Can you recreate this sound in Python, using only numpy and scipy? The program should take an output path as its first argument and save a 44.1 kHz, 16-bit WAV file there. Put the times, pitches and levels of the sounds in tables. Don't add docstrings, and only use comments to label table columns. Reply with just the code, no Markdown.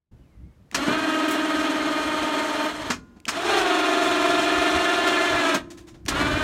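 import sys
import numpy as np
from scipy import signal
from scipy.fft import rfft, irfft, next_fast_len
from scipy.io import wavfile
from scipy.ndimage import map_coordinates

SR = 44100
rng = np.random.default_rng(int(sys.argv[2]) if len(sys.argv) > 2 else 0)


def generate_wav(sig):
    pcm = np.round(np.clip(np.atleast_2d(sig).T, -1, 1) * 32767).astype(np.int16)
    wavfile.write(sys.argv[1], SR, pcm)


N = 283563
T = np.arange(N) / SR

# start/s, stop/s, lifting, run-up/s, grinding/dB, whine/dB, hum/dB, brush hiss/dB
WINCH_RUNS = [(0.759, 2.895, False, 0.15, -28, -28, -29, -43.5),
              (3.309, 5.559, True, 0.27, -25, -23, -21.2, -39),
              (6.09, 6.43, False, 0.12, -27.5, -28.5, -34.5, -44.5)]
# t/s, f/Hz
MESH_RATES = [
    [(0.78, 271.6), (0.95, 311.1), (1.4, 311), (1.9, 305.4), (2.9, 303.7)],
    [(3.33, 294.5), (3.46, 402.3), (3.54, 403.5), (3.66, 362.5), (3.87, 350.6), (4.3, 345.8), (4.53, 352.4),
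     (5.05, 350.7), (5.35, 344.9), (5.66, 308.5)],
    [(6.11, 266.6), (6.2, 288.8), (6.43, 308.8)],
]
# t/s, height (0 on the ground, 1 fully raised)
BLADE_HEIGHT = [(0.78, 0.7), (2.73, 0), (3.44, 0.0056), (5.55, 0.68), (6.11, 0.8), (6.43, 0.75)]
SHAFT_ORDERS = [13, 14, 15, 16, 17, 18, 20, 30, 31, 32, 33, 34, 48, 57, 63, 64, 65, 79, 80, 82, 96, 111,
                112, 127, 128, 144, 160]
ORDER_LEVELS_DOWN = [-21, -9.5, -7, -0.5, -12, -23, -16.5, -18, -35, -10.5, -12, -12.5, -11.5, -38, -23,
                     -12.5, -7, -17, -15.5, -11.5, -15, -19.5, -20.5, -15, -18, -22, -20]
ORDER_LEVELS_UP = [-22.5, -9, -10.5, -16.5, -12, -21, -48, -11, -14.5, -8, -18, -53, -13, -14.5, -13, -12.5,
                   -18, -15, -12, -20.5, -17.5, -18.5, -18.5, -19, -21, -19.5, -34]
# mesh harmonic, gain lowering/dB, gain lifting/dB
LOAD_GAINS = [(1, 11, -7.5), (2, -3, -8.5), (3, -10.5, -5), (4, 1.5, -2), (5, 16, 16), (6, 2, 10),
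              (7, 2, -3), (9, 21, 9)]
# f/Hz, width/Hz, gain/dB
HOUSING_MODES = [(670, 65, 3.5), (1290, 55, 5), (1401, 35, 2.5), (1590, 60, 2), (1738, 35, 3.8),
                 (2420, 45, 5.5), (2810, 45, 4.5), (3135, 55, 5.5), (4225, 55, 5.5), (6440, 150, 4.5)]
# t/s, length/s, first f/Hz, last f/Hz, level/dB
SPIN_UP_RING = (3.362, 0.09, 650, 745, -28.5)
# t/s, level/dB, rattle/s, T60/s, tilt/(dB per octave)
DRIVE_CLACKS = [(0.7445, -19, 0.0085, 0.11, -2), (2.9006, -19, 0.0082, 0.15, -4),
                (3.28, -21, 0.013, 0.11, -2), (5.543, -27, 0.0063, 0.095, 2.5),
                (6.081, -22, 0.01, 0.096, -0.5)]
# t/s, level/dB, T60/s, ring f/Hz, ring gain/dB
RELAY_TICKS = [(0.7132, -35, 0.011, 2200, 15), (3.201, -42, 0.01, 2480, 14), (3.2533, -24, 0.016, 2730, 26),
               (6.053, -48, 0.03, 3520, -2), (6.0617, -28, 0.011, 2190, 13)]
# t/s, level/dB, rise/s, T60/s, tilt/(dB per octave)
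CABLE_SCUFFS = [(0.718, -40.5, 0.014, 0.22, 0.5), (1.281, -39, .003, 0.11, 14),
                (1.308, -33.5, 0.0034, 0.17, 13), (2.631, -50, 0.0091, 0.38, 13),
                (3.161, -51, 0.0033, 0.17, -1.5), (3.261, -42, 0.0049, 0.87, 0), (4.03, -40, .01, 0.31, 9),
                (5.07, -31, 0.0045, 0.18, 4), (5.702, -44, 0.002, 0.16, 4), (5.769, -45, 0.013, 0.19, 3.5),
                (5.866, -45, 0.02, 0.19, 3), (5.937, -48.5, 0.011, 0.19, 0.5),
                (6.064, -39.5, .003, 0.22, -0.5)]
# t/s, level/dB, T60/s
BLADE_KNOCKS = [(0.880, -21, 0.12), (0.91, -22, 0.12), (2.92, -36.5, 0.28), (3.159, -56, 0.089),
                (5.549, -25, 0.15), (6.086, -27, 0.056)]
# f/Hz, T60/s, level after lowering/dB, level after lifting/dB
FRAME_MODES = [(302, 0.42, -55, -39), (316, 2.5, -58, -42.5), (346, 2.2, -59, -42.5), (1030, 1.3, -56, -52),
               (1430, 0.97, -51, -61), (1740, 1.8, -73, -65)]
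FRAME_JOLTS = [2.905, 5.55]
# peak t/s, level/dB, length/s
WIND_GUSTS = [(0.217, -50.5, 0.12), (0.437, -44, 0.1), (0.773, -43, 0.037), (0.96, -51, 0.12),
              (2.865, -46, 0.19), (4.109, -46, 0.072), (4.329, -51, 0.17), (4.604, -40, 0.04),
              (4.76, -36, 0.05), (5.355, -40, 0.09), (5.63, -46, 0.072), (5.96, -43, 0.061),
              (6.15, -35, 0.06), (6.3, -28.5, 0.24)]
# t/s, f/Hz, level/dB
WHISTLE_CONTOUR = [(0.19, 3000, -88.5), (0.23, 2930, -72.5), (0.28, 2340, -78), (0.33, 2170, -72),
                   (0.40, 1950, -79.5), (0.46, 2150, -76), (0.53, 2220, -75), (0.57, 2200, -88)]
# f/Hz, relative level/dB
GRIND_DOWN_SPECTRUM = [(100, -24), (200, -8), (300, 6.5), (400, 0), (490, -6), (660, 0), (770, -5.5),
                       (880, -0.5), (1350, -3), (1900, -5), (2700, -10.5), (3300, -6), (4300, -12),
                       (5200, -28.5)]
GRIND_UP_SPECTRUM = [(100, -24), (200, -13.5), (300, -1.5), (400, -2), (510, -7.5), (670, 0.5), (780, -5),
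                     (880, -1), (1350, -2.5), (1900, -4.5), (2700, -8), (3300, -7), (4300, -10.5),
                     (5200, -30.5)]
BRUSH_SPECTRUM = [(2500, -20), (4500, -4.5), (5200, 3), (6500, 1.5), (8500, -2), (9700, -5.5), (10400, -12),
                  (11300, -9), (13500, -16), (16000, -23.5)]
CLACK_SPECTRUM = [(70, -53), (160, -20.5), (250, 1), (480, -16), (800, -8), (1200, -2), (2300, -4),
                  (3400, -5.5), (5200, -4), (6600, -4.5), (8500, -9), (10400, -16), (12000, -18.5),
                  (16000, -25)]
SCUFF_SPECTRUM = [(200, 13.5), (900, 2), (2000, -3.5), (4000, -9), (7000, -12), (10000, -24), (16000, -36)]
KNOCK_SPECTRUM = [(80, -39.5), (150, 5), (210, 6.5), (290, 16.5), (450, 4), (900, -16)]
ECHO_SPECTRUM = [(100, 25.5), (1000, -2.5), (3500, -7.5), (7000, -6), (16000, -17)]
WIND_SPECTRUM = [(20, -39), (35, -5.5), (58, 1.5), (100, -3), (170, -7), (300, -17), (600, -50),
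                 (1500, -49.5), (5000, -72)]
AIR_SPECTRUM = [(180, -22.5), (300, 2), (416, -4.5), (568, -7), (814, -12.5), (913, -12.5), (1370, -16.5),
                (15000, -37)]

TEETH = 16
RIPPLE_DB = 2.1


def winch(mesh_rate, start, stop, lifting, run_up, grind_db, whine_db, hum_db, hiss_db):
    t = np.arange(start, stop + .25, 1 / SR)
    height = np.interp(t, *np.transpose(BLADE_HEIGHT))
    slack = np.clip(1 - height / 0.019, 0, 1)
    unseated = np.exp((start - t) / run_up)
    tooth_hz = np.interp(t, *np.transpose(mesh_rate)) * (1 + .0025 * drift(t, 25))
    meshes = np.cumsum(tooth_hz) / SR
    turns = meshes / TEETH
    throb = evened(amp(.9 * np.sin(2 * np.pi * turns)))
    chatter = amp(0.41 * drift(t, 110))
    contact = throb * chatter * (2.4 + np.exp(-(meshes % 1) / 0.3))
    grit, sparks = contact * rng.standard_normal((2, N))[:, :len(t)]
    spectrum = GRIND_UP_SPECTRUM if lifting else GRIND_DOWN_SPECTRUM
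    grinding = amp(grind_db) * colour(grit, spectrum, HOUSING_MODES, ripple_db=RIPPLE_DB)
    hiss = brush_hiss(t, sparks, hiss_db)
    hum_gain = evened(throb ** 2.5) * amp(hum_db - 9.5 * unseated)
    whine_gain = throb * amp(whine_db - 7 * unseated - 7 * slack)
    tones = gear_tones(t, turns, tooth_hz, height, lifting, hum_gain, whine_gain)
    return run_envelope(t, start, stop, run_up, slack) * (grinding + tones + hiss)


def gear_tones(t, turns, tooth_hz, height, lifting, hum_gain, whine_gain, flutter_hz=44.78):
    out = np.zeros(len(t))
    harmonics, gains_down, gains_up = np.transpose(LOAD_GAINS)
    for order, db in zip(SHAFT_ORDERS, ORDER_LEVELS_UP if lifting else ORDER_LEVELS_DOWN):
        harmonic = order / TEETH
        smear = min(.12 + .07 * harmonic, .68)
        steady = np.sqrt(2 * (1 - smear ** 2))
        swell, slip = drift(t, flutter_hz), drift(t, flutter_hz)
        phase = 2 * np.pi * (order * turns + rng.random())
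        tone = (steady + smear * swell) * np.cos(phase) + smear * slip * np.sin(phase)
        housing_db = 0.94 * resonance_db(tooth_hz[::32] * harmonic, HOUSING_MODES)
        ring_db = np.interp(t, t[::32], housing_db - np.median(housing_db))
        load_db = np.interp(harmonic, harmonics, gains_up if lifting else gains_down) * (height - 0.4)
        gain = hum_gain if round(harmonic) == 1 else whine_gain
        out += amp(db + ring_db + load_db) * gain * tone
    return out


def brush_hiss(t, sparks, db):
    sputter_db = 0.98 * drift(t, 34.45)
    return amp(db + sputter_db) * colour(sparks, BRUSH_SPECTRUM, HOUSING_MODES, ripple_db=RIPPLE_DB)


def run_envelope(t, start, stop, run_up, slack, soft_db=-3, surge_db=2.5, settle_s=0.074, coast_t60=0.17):
    db = np.interp(t - start, [0, run_up, run_up + settle_s], [soft_db, surge_db, 0])
    db += 0.31 * drift(t, 14) - 5 * slack
    db -= 60 * np.maximum(t - stop, 0) / coast_t60
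    return amp(db) * np.minimum((t - start) / 0.024, 1)


def housing_ring(s, length, from_hz, to_hz, db):
    t = np.arange(0, length, 1 / SR)
    hz = np.interp(t, [0, length], [from_hz, to_hz]) * (1 + 0.02 * drift(t, 200))
    envelope = amp(db) * np.sqrt(abs(np.sin(np.pi * t / length)))
    return placed(s, envelope * np.sin(2 * np.pi * np.cumsum(hz) / SR))


def drive_clacks():
    return sum(placed(s, burst(CLACK_SPECTRUM, db, 0.0022, rattle, t60, HOUSING_MODES, tilt))
               for s, db, rattle, t60, tilt in DRIVE_CLACKS)


def relay_ticks():
    return sum(placed(s, burst(SCUFF_SPECTRUM, db, 0.0009, 0.00031, t60, [(hz, 1100, gain)], tilt_db=7))
               for s, db, t60, hz, gain in RELAY_TICKS)


def cable_scuffs():
    return sum(placed(s, burst(SCUFF_SPECTRUM, db, rise, 0.0067, t60, tilt_db=tilt))
               for s, db, rise, t60, tilt in CABLE_SCUFFS)


def blade_knocks():
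    return sum(placed(s, burst(KNOCK_SPECTRUM, db, 0.0024, 0.0041, t60)) for s, db, t60 in BLADE_KNOCKS)


def frame_ring():
    t = T[:SR]
    return sum(placed(s, amp(db - 60 * t / t60) * np.sin(2 * np.pi * hz * t))
               for hz, t60, *levels in FRAME_MODES for s, db in zip(FRAME_JOLTS, levels))


def wall_echo(x, wet_db=-23.5, t60=0.92):
    t = T[:SR]
    envelope = amp(-60 * t / t60) * np.minimum(t / 0.0029, 1)
    tail = envelope * colour(rng.standard_normal(SR), ECHO_SPECTRUM)
    return amp(wet_db) * signal.fftconvolve(x, tail / np.linalg.norm(tail))[:N]


def wind(breeze_db=-55, lumps_db=5):
    power = amp(breeze_db + lumps_db * drift(T, 14)) ** 2
    for s, db, length in WIND_GUSTS:
        power += amp(db) ** 2 * np.exp(-(2 * (T - s) / length) ** 2)
    return np.sqrt(power) * colour(rng.standard_normal(N), WIND_SPECTRUM)


def still_air(db=-63.5):
    return amp(db) * colour(rng.standard_normal(N), AIR_SPECTRUM)


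def far_whistle(waver=0.022):
    s, hz, db = np.transpose(WHISTLE_CONTOUR)
    pitch = np.interp(T, s, hz) * (1 + waver * drift(T, 400))
    envelope = amp(np.interp(T, s, db)) * (T < s[-1])
    return envelope * np.sin(2 * np.pi * np.cumsum(pitch) / SR)


def burst(spectrum, db, rise, hold, t60, peaks=(), tilt_db=0):
    t = T[:SR // 2]
    grains = rng.standard_normal(len(t)) * amp(drift(t, 900))
    envelope = np.minimum(t / rise, 1) * amp(db - 60 * np.maximum(t - hold, 0) / t60)
    return envelope * colour(grains, spectrum, peaks, tilt_db, RIPPLE_DB)


def colour(x, spectrum, peaks=(), tilt_db=0, ripple_db=0):
    size = next_fast_len(len(x))
    hz = np.fft.rfftfreq(size, 1 / SR) + 1
    f, level = np.transpose(spectrum)
    in_band = np.clip(hz, f[0], f[-1])
    db = np.interp(np.log(hz), np.log(f), level) + tilt_db * np.log2(in_band)
    db -= 20 * abs(np.log2(hz / in_band))
    db += resonance_db(hz, peaks)
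    db += ripple_db * np.minimum(hz / 4000, 1) * drift(hz, 1 / 70)
    return evened(irfft(rfft(x, size) * amp(db), size)[:len(x)])


def resonance_db(hz, peaks):
    return sum(gain / (1 + (2 * (hz - centre) / width) ** 2) for centre, width, gain in peaks)


def drift(t, rate):
    knots = rng.standard_normal(4096)
    coarse = t[::32]
    curve = map_coordinates(knots, [coarse * rate], order=3, mode="wrap")
    return evened(np.interp(t, coarse, curve))


def amp(db):
    return 10 ** (np.asarray(db) / 20)


def evened(x):
    return x / np.sqrt(np.mean(abs(x) ** 2) + 1e-20)


def placed(s, sound):
    return np.pad(sound, (round(s * SR), N))[:N]


def scene():
    machine = drive_clacks() + relay_ticks() + cable_scuffs() + blade_knocks() + frame_ring()
    machine += housing_ring(*SPIN_UP_RING)
    for mesh_rate, (start, *settings) in zip(MESH_RATES, WINCH_RUNS):
        machine += placed(start, winch(mesh_rate, start, *settings))
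    return (machine + wall_echo(machine) + still_air() + far_whistle() + wind())[None]


def record(dry, open_s=0.112, edge_hz=15900):
    opened = dry * np.clip((T - open_s) / 0.0056, .02, 1)
    low_pass = signal.firwin(511, edge_hz, window=("kaiser", 9), fs=SR)
    return signal.oaconvolve(opened, low_pass[None], "same")


dry = scene()
out = record(dry)
generate_wav(out)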